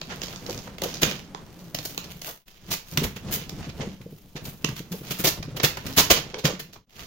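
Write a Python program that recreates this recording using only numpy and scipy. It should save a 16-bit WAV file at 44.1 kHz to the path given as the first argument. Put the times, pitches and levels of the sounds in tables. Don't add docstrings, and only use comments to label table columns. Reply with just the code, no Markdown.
import sys
import numpy as np
from scipy import signal
from scipy.fft import rfft, irfft, next_fast_len
from scipy.io import wavfile
from scipy.ndimage import map_coordinates

SR = 44100
rng = np.random.default_rng(int(sys.argv[2]) if len(sys.argv) > 2 else 0)


def elevation(decibels):
    levels = np.asarray(decibels, float)
    return 10 ** (levels / 20)


def int16_out(signal):
    q = np.round(np.clip(np.atleast_2d(signal).T, -1, 1) * 32767)
    wavfile.write(sys.argv[1], SR, q.astype(np.int16))


N = 311346


def unit(x):
    return x / np.sqrt(np.mean(x ** 2) + 1e-20)


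def along(hz, knots_hz, values):
    return np.interp(np.log(hz + 1), np.log(np.add(knots_hz, 1)), values)


def wobble(rate):
    knots = rng.standard_normal(int(N * rate / SR) + 4)
    return map_coordinates(knots, [np.arange(N) * rate / SR])


def filtered(x, response):
    m = next_fast_len(N + SR // 2)
    return irfft(rfft(x, m) * response(np.fft.rfftfreq(m, 1 / SR)), m)[..., :N]


def causal(db):
    c = irfft(db * np.log(10) / 20)
    half = len(c) // 2
    c[1:half] *= 2
    c[half + 1:] = 0
    return np.exp(rfft(c))


def resonant(force, modes):
    def response(f):
        total = 0
        for k, (mode_hz, width_hz, db) in enumerate(modes):
            damping = 1j * f * width_hz
            total = total + (-1) ** k * elevation(db) * damping / (mode_hz ** 2 - f ** 2 + damping)
        return total
    return filtered(force, response)


# pitch_hz, density_db (dB per Hz)
AIR = [(30, 11.5), (200, -22.5), (400, -7), (1500, -31), (3000, -15), (15600, -24)]


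def room_tone():
    noise = rng.standard_normal((2, N)) + 2.3 * rng.standard_normal(N)
    return elevation(-60) * unit(filtered(noise, lambda hz: elevation(along(hz, *np.transpose(AIR)))))


# pitch_hz, decay_s
ROOM = [(150, 0.47), (700, 0.34), (13000, 0.22)]


def room(x, block=12000):
    out = np.zeros((2, N + block + SR))
    delay = 150
    for i in range(0, N, block):
        hz, t, z = signal.stft(rng.standard_normal((2, SR // 2)), SR, nperseg=256)
        turn = np.pi / 4 * np.clip(hz / 1200, .1, 1)[:, None]
        pair = [np.cos(turn) * z[0] + side * np.sin(turn) * z[1] for side in (1, -1)]
        decay = elevation(-60 * t / along(hz, *np.transpose(ROOM))[:, None])
        tail = signal.istft(pair * decay, SR, nperseg=256)[1]
        tail = tail / np.linalg.norm(tail, axis=1)[:, None]
        wet = signal.fftconvolve(x[:, i:i + block], tail, axes=1)
        out[:, i + delay:i + delay + wet.shape[1]] += wet
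    return out[:, :N]


# full_strength_s, held_s, rustle_db, table_rumble_db,
# sharpness_db (treble over the rustle); the dB values set the drive, each sound adds its own gain
STROKES = [(0.09, 0.065, -58, -40.5, -26), (0.201, 0.13, -45.5, -45.5, 2), (0.44, 0.16, -45, -40, 4.5),
           (0.86, 0.081, -38, -42.5, -1.5), (1.068, 0.016, -32, -29.5, -2), (1.8, 0.15, -46.5, -51, 10.5),
           (2.02, 0.038, -49.5, -46, -24), (2.269, 0.025, -40, -65, 11.5), (2.691, 0.014, -49.5, -35.5, 3),
           (2.919, 0.015, -43.5, -68, 10.5), (2.994, 0.049, -44, -30, -1), (3.277, 0.11, -42.5, -37, -11.5),
           (3.559, 0.041, -47.5, -39.5, 0.5), (3.8, 0.11, -51, -44.5, -16.5),
           (4.471, 0.01, -47.5, -37, 13.5), (4.662, 0.051, -60.5, -42, 11), (4.96, 0.0077, -49, -55, 13),
           (5.09, 0.06, -40.5, -59.5, 3), (5.68, 0.16, -48.5, -57, -7.5), (5.871, 0.027, -40, -34.5, 5),
           (6.01, 0.03, -35.5, -43.5, -11.5), (6.199, 0.11, -50, -44, -13.5),
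           (6.48, 0.036, -42.5, -42.5, -32), (6.949, .15, -43.5, -50, 2)]
# time_s, rustle_db, table_rumble_db, sharpness_db
REST = [(0, -52, -47, 4), (0.72, -59, -42, -30), (1.55, -57.5, -46.5, 7.5), (2.1, -62.5, -46.5, 13),
        (2.6, -57, -66.5, 2), (3.7, -64.5, -41, 8.5), (4.249, -66, -58, 14.5), (5.499, -59, -42.5, -6.5),
        (6.7, -79, -58, -1)]


def handling(t):
    rise, fall, rumble_fall = 266.5, 147.5, 293.5
    s, held, rustle_db, rumble_db, sharp_db = np.transpose(STROKES)[:, :, None]
    before = np.clip(s - t, 0, None)
    after = np.clip(t - s - held, 0, None)
    away_db = rise * before + fall * after
    damped_db = rise * before + rumble_fall * after
    rest_s, *rest = np.transpose(REST)
    calm_rustle, calm_rumble, calm_sharp = [np.interp(t, rest_s, db) for db in rest]
    pairs = [(rustle_db - away_db, calm_rustle),
             (rumble_db - damped_db, calm_rumble),
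             (rustle_db + sharp_db - away_db, calm_rustle + calm_sharp)]
    return [10 * np.log10(np.sum(elevation(db) ** 2, axis=0) + elevation(calm) ** 2) for db, calm in pairs]


# pitch_hz, width_hz, level_db (relative)
TABLE = [(43.7, 54, -16), (101, 57, -10), (153.5, 33.6, -2), (182.5, 34.3, -1), (274, 308, -13.5)]
# time_s, wobble_db (spread of the rumble)
UNEVEN = [(2.3, 1.5), (2.6, 4)]


def palm_rumble():
    t = np.arange(N) / SR
    coarse_s = np.arange(0, N, SR // 500) / SR
    uneven_db = np.interp(t, *np.transpose(UNEVEN))
    noise = rng.standard_normal(N) + 0.34 * rng.standard_normal((2, N))
    drag = elevation(uneven_db * wobble(40)) * noise
    pressure = elevation(np.interp(t, coarse_s, handling(coarse_s)[1]))
    rocking = elevation(3.23 * uneven_db - 18.5) * unit(resonant(drag, TABLE[:2]))
    return pressure * (unit(resonant(drag, TABLE)) + rocking)


# start_s, level_db (strength of the blow)
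THUMPS = [(0.234, -26.5), (1.028, -20.5), (1.743, -26.5), (2.699, -41), (2.923, -28), (2.977, -16.5),
          (3.014, -16), (3.045, -26), (3.161, -28), (3.265, -26.5), (3.326, -27), (3.366, -26),
          (3.414, -27), (3.522, -27.5), (3.669, -26), (3.691, -28), (3.803, -22), (3.869, -20),
          (4.002, -32), (4.058, -28), (4.122, -29.5), (4.352, -25.5), (4.44, -32), (4.642, -19),
          (4.687, -21), (4.8, -25.5), (4.912, -21.5), (5.01, -26), (5.106, -23), (5.195, -21.5),
          (5.242, -18), (5.398, -25.5), (5.478, -24.5), (5.547, -25.5), (5.635, -14.5), (5.971, -14),
          (6.105, -21.5), (6.26, -28.5), (6.445, -12), (6.53, -24.5), (6.685, -41)]


def palm_thumps():
    ring, force = np.zeros(N + SR), np.zeros(N + SR)
    t = np.arange(SR // 5) / SR
    low_hz, high_hz = TABLE[2][0], TABLE[3][0]
    for s, db in THUMPS:
        start = round(s * SR)
        spot = rng.uniform(0, np.pi / 2)
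        slip = 0.6 * np.interp(t, t[::300], rng.standard_normal(len(t[::300])))
        low = np.cos(spot) * np.sin(2 * np.pi * low_hz * t + slip)
        high = np.sin(spot) * np.sin(2 * np.pi * high_hz * t + slip)
        decay_s = 0.19 * elevation(0.34 * db)
        onset = 1 - np.exp(-t / 0.0033)
        ring[start:][:len(t)] += elevation(db - 60 * t / decay_s) * onset * (low + high)
        push = np.convolve(rng.standard_normal(400), np.hanning(110), "same") * np.hanning(400)
        force[start:][:400] += elevation(db - 1.5) * unit(push)
    return ring[:N], force[:N]


def board(sheet):
    ring, force = palm_thumps()
    shaken = resonant(force + elevation(22) * sheet[0], TABLE)
    loose = np.interp(np.arange(N) / SR, *np.transpose(CRISP)) / 3
    flexing = elevation(17) * resonant(loose * sheet[0] + elevation(-20.5) * force, FLAP)
    return palm_rumble() + ring + shaken + flexing


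# pitch_hz, width_hz, level_db (relative)
FLAP = [(310, 330, -13), (488, 137, 2.5), (587, 240, -2), (776, 370, -9)]
# start_s, level_db, held_s
FLAPS = [(0.488, -34, 0.016), (0.819, -31, 0.043), (3.799, -35.5, 0.038), (4.353, -45.5, 0.042),
         (4.922, -40, 0.028), (5.243, -26, 0.027), (5.547, -41.5, 0.084), (6.11, -20, 0.0071),
         (6.338, -39, 0.062), (6.442, -32.5, 0.064)]


def flaps():
    rise, fall = 3005, 899.5
    t, force = np.arange(N) / SR, 0
    for s, db, held in FLAPS:
        before = np.clip(s - t, 0, 1)
        after = np.clip(t - s - held, 0, 1)
        force = force + elevation(db - rise * before - fall * after)
    noise = rng.standard_normal(N) + 0.55 * rng.standard_normal((2, N))
    return force * unit(resonant(noise, FLAP))


def clicks(s, size, place, n):
    lag_s = .0004 + .00025 * place
    at = np.clip(np.round(np.array([s, s + lag_s]) * SR).astype(int), 0, n - 1)
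    return np.array([np.bincount(a, size, n) for a in at])


def below_treble(f):
    return 1 / (1 + (f / 9000) ** 8)


def crease_body(f, hz, width):
    damping = 1j * f * hz * width
    ring = damping / (hz * hz - f * f + damping)
    return (ring + 0.31 * width) * below_treble(f)


# time_s, spread_db (spread of click sizes)
CRISP = [(2.3, 3.6), (2.6, 1.6), (5.0, 1.6), (5.2, 2.6)]


def rustle(count=9000):
    out = 0
    for hz, fold_db in [(1300, -4), (2800, 4), (5000, -2)]:
        when = rng.random(count) * N / SR
        rare = np.minimum(rng.exponential(size=count), 4.8)
        sign, place = rng.standard_normal((2, count))
        spread_db = np.interp(when, *np.transpose(CRISP))
        clumps_db = 2.5 * wobble(22) + 3.5 * wobble(70)
        size = sign * elevation(spread_db * (rare - 1.6) + clumps_db[(when * SR).astype(int)])
        level_db, _, treble_db = handling(when)
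        size *= elevation(level_db + fold_db) / np.sqrt(np.sum(size ** 2) / N)
        body = clicks(when, size, place, N)
        edge = clicks(when, size * elevation(treble_db - level_db), place, N)
        out = out + filtered(body, lambda f: crease_body(f, hz, .6))
        out = out + filtered(edge, lambda f: 1 - below_treble(f))
    return out


# time_s, level_db (before a shared lift), length_ms (held within 0.3 to 44),
# fold_pitch_hz, sharpness_db (treble over the level)
SNAPS = [(0.015, -27.5, 2.4, 2800, -34), (0.103, -35, 25, 1900, -27), (0.159, -39.5, 1.7, 4500, 9),
         (0.2176, -25, 1.1, 4260, -30), (0.232, -32, 8.9, 3900, 3), (0.283, -33.5, 1.5, 4500, -14.5),
         (0.335, -32.5, 0.67, 1300, -6.5), (0.36, -30, 1.2, 5500, -32.5), (0.464, -31, 1.6, 4570, -14),
         (0.4971, -30.5, 1.38, 5200, -15), (0.5068, -30.5, 2, 5230, 2.5), (0.546, -30, 0.99, 4830, -3),
         (0.577, -33, 1.7, 5300, -5), (0.589, -34, 1.5, 4700, -7.5), (0.674, -36.5, 5.3, 1210, -29),
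         (0.783, -33.5, 2.8, 2010, 0.5), (0.8188, -25.5, 2.3, 3000, 7), (0.8365, -28.5, 7.4, 4050, 10.5),
         (0.969, -36.5, 4.1, 4220, -12), (1.02, -24.5, 11.2, 2900, 11.5), (1.031, -13.5, 4.6, 2560, 0.5),
         (1.3474, -26.5, 1.22, 1130, -17.5), (1.7465, -25, 4, 3600, 7.5), (1.7872, -25, 1.6, 4200, -6.5),
         (1.8517, -32.5, 7.8, 5300, 12.5), (1.9769, -22.5, 1.9, 3860, 4), (2.2167, -35, 3.9, 4430, 8.5),
         (2.2458, -31.5, 1.2, 2170, 5), (2.275, -40.5, 25, 1180, 5), (2.7135, -27.5, 23.3, 4100, 10.5),
         (2.9738, -14.5, 2.54, 3200, 3.5), (3.0368, -27.5, 12.6, 2490, 9), (3.162, -37.5, 11, 2420, 3.5),
         (3.322, -32, 27, 3400, 16.5), (3.4938, -32, 2.9, 4900, 4), (3.625, -42.5, 30, 2280, -26),
         (3.693, -40.5, 9.1, 2870, -6.5), (3.8056, -35, 18.8, 2000, -39), (4.014, -47.5, 6.8, 2300, 1),
         (4.3604, -36.5, 13.7, 2620, -5.5), (4.4526, -38.5, 7.8, 3560, 10.5), (4.645, -18, 2.69, 2780, -3),
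         (4.6873, -34.5, 4.6, 2100, 5.5), (4.761, -39.5, 26.6, 3140, 7), (4.92, -37.5, 10.1, 3600, 10),
         (5.1087, -30.5, 13, 2840, 11.5), (5.1917, -33.5, 18, 2420, 14.5), (5.2447, -21, 15.8, 2940, 11.5),
         (5.2714, -21, 13, 3860, 11.5), (5.4269, -31.5, 4.4, 2570, -6.5), (5.566, -32.5, 9.4, 2700, 7.5),
         (5.5991, -25, 5.3, 2300, -28.5), (5.633, -23.5, 8.7, 2670, 10.5), (5.6405, -18, 13.6, 2930, 8),
         (5.771, -29.5, 5.25, 1510, 0), (5.967, -28.5, 11, 2500, 14.5), (5.979, -14, 19.4, 3660, 9),
         (6.1053, -11, 12, 3100, 7), (6.1645, -27, 18, 2880, -29.5), (6.3429, -28, 2.5, 2390, -26),
         (6.3855, -37, 12, 3620, 2.5), (6.4492, -21.5, 19.6, 2820, 2), (6.5967, -33.5, 10, 2980, 7.5),
         (6.731, -47.5, 12.6, 3670, 8), (6.759, -42.5, 5.4, 1063, -14.5)]
# level_db, width (over pitch)
FOLD_WIDTH = [(-37, -23), (0.8752, 1.04)]


def snaps(count=200, size=4096):
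    out, f = np.zeros((2, N + size)), np.fft.rfftfreq(size, 1 / SR)
    for s, db, ms, hz, sharp_db in SNAPS:
        sign, spread = rng.standard_normal((2, count))
        part = 2 * rng.random(count)
        length_s = np.clip(ms, .3, 44) / 1000
        shape_db = np.interp(part, [0, .5, 1.2, 2], [-11.5, 2, 1.5, -7.5])
        shape_db = shape_db + 1.98 * rng.exponential(size=count)
        strength = unit(sign * elevation(shape_db)) * np.sqrt(length_s * SR / count) * elevation(db + 4.5)
        place = .5 * rng.standard_normal() + .6 * spread
        burst = clicks(length_s * part, strength, place, size)
        colour = crease_body(f, hz, np.interp(db, *FOLD_WIDTH)) + elevation(sharp_db) * (1 - below_treble(f))
        start = max(round((s - .4 * length_s) * SR), 0)
        out[:, start:][:, :size] += irfft(rfft(burst) * colour, size)
    return out[:, :N]


# pitch_hz, left_db, right_db
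PORTS = [(464, 5, 0.5), (990, 6.5, 6), (2040, -4.5, 4), (4400, -1.5, 4), (6760, -2.5, 5.5),
         (8250, -21, -11), (9400, -9, -11), (11160, -17, -21), (12200, -6.5, -13), (15700, -7.5, -12.5)]


def port_colour(hz):
    knots_hz, left_db, right_db = np.transpose(PORTS)
    return [causal(along(hz, knots_hz, db)) for db in (left_db, right_db)]


def scene():
    sheet = rustle() + snaps()
    wood = board(sheet) + flaps()
    heard = filtered(sheet + elevation(-4.5) * room(sheet) + room_tone(), port_colour)
    return heard + wood + elevation(-12) * room(wood)


def roll_off(x):
    return signal.sosfilt(signal.butter(12, 16410, fs=SR, output="sos"), x)


# fade_start_s, silent_s, back_s
CUTS = [(2.273, 2.455, 2.474), (6.768, 6.861, 7.0)]


def record(dry):
    t = np.arange(N) / SR
    fade = np.prod([np.interp(t, cut, [1, 0, 1]) for cut in CUTS], axis=0)
    limited = filtered(dry * fade, lambda hz: hz < 15800)
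    mix = limited / (1 + np.abs(limited / .95) ** 8) ** (1 / 8)
    return roll_off(mix)


dry = scene()
out = record(dry)
int16_out(out)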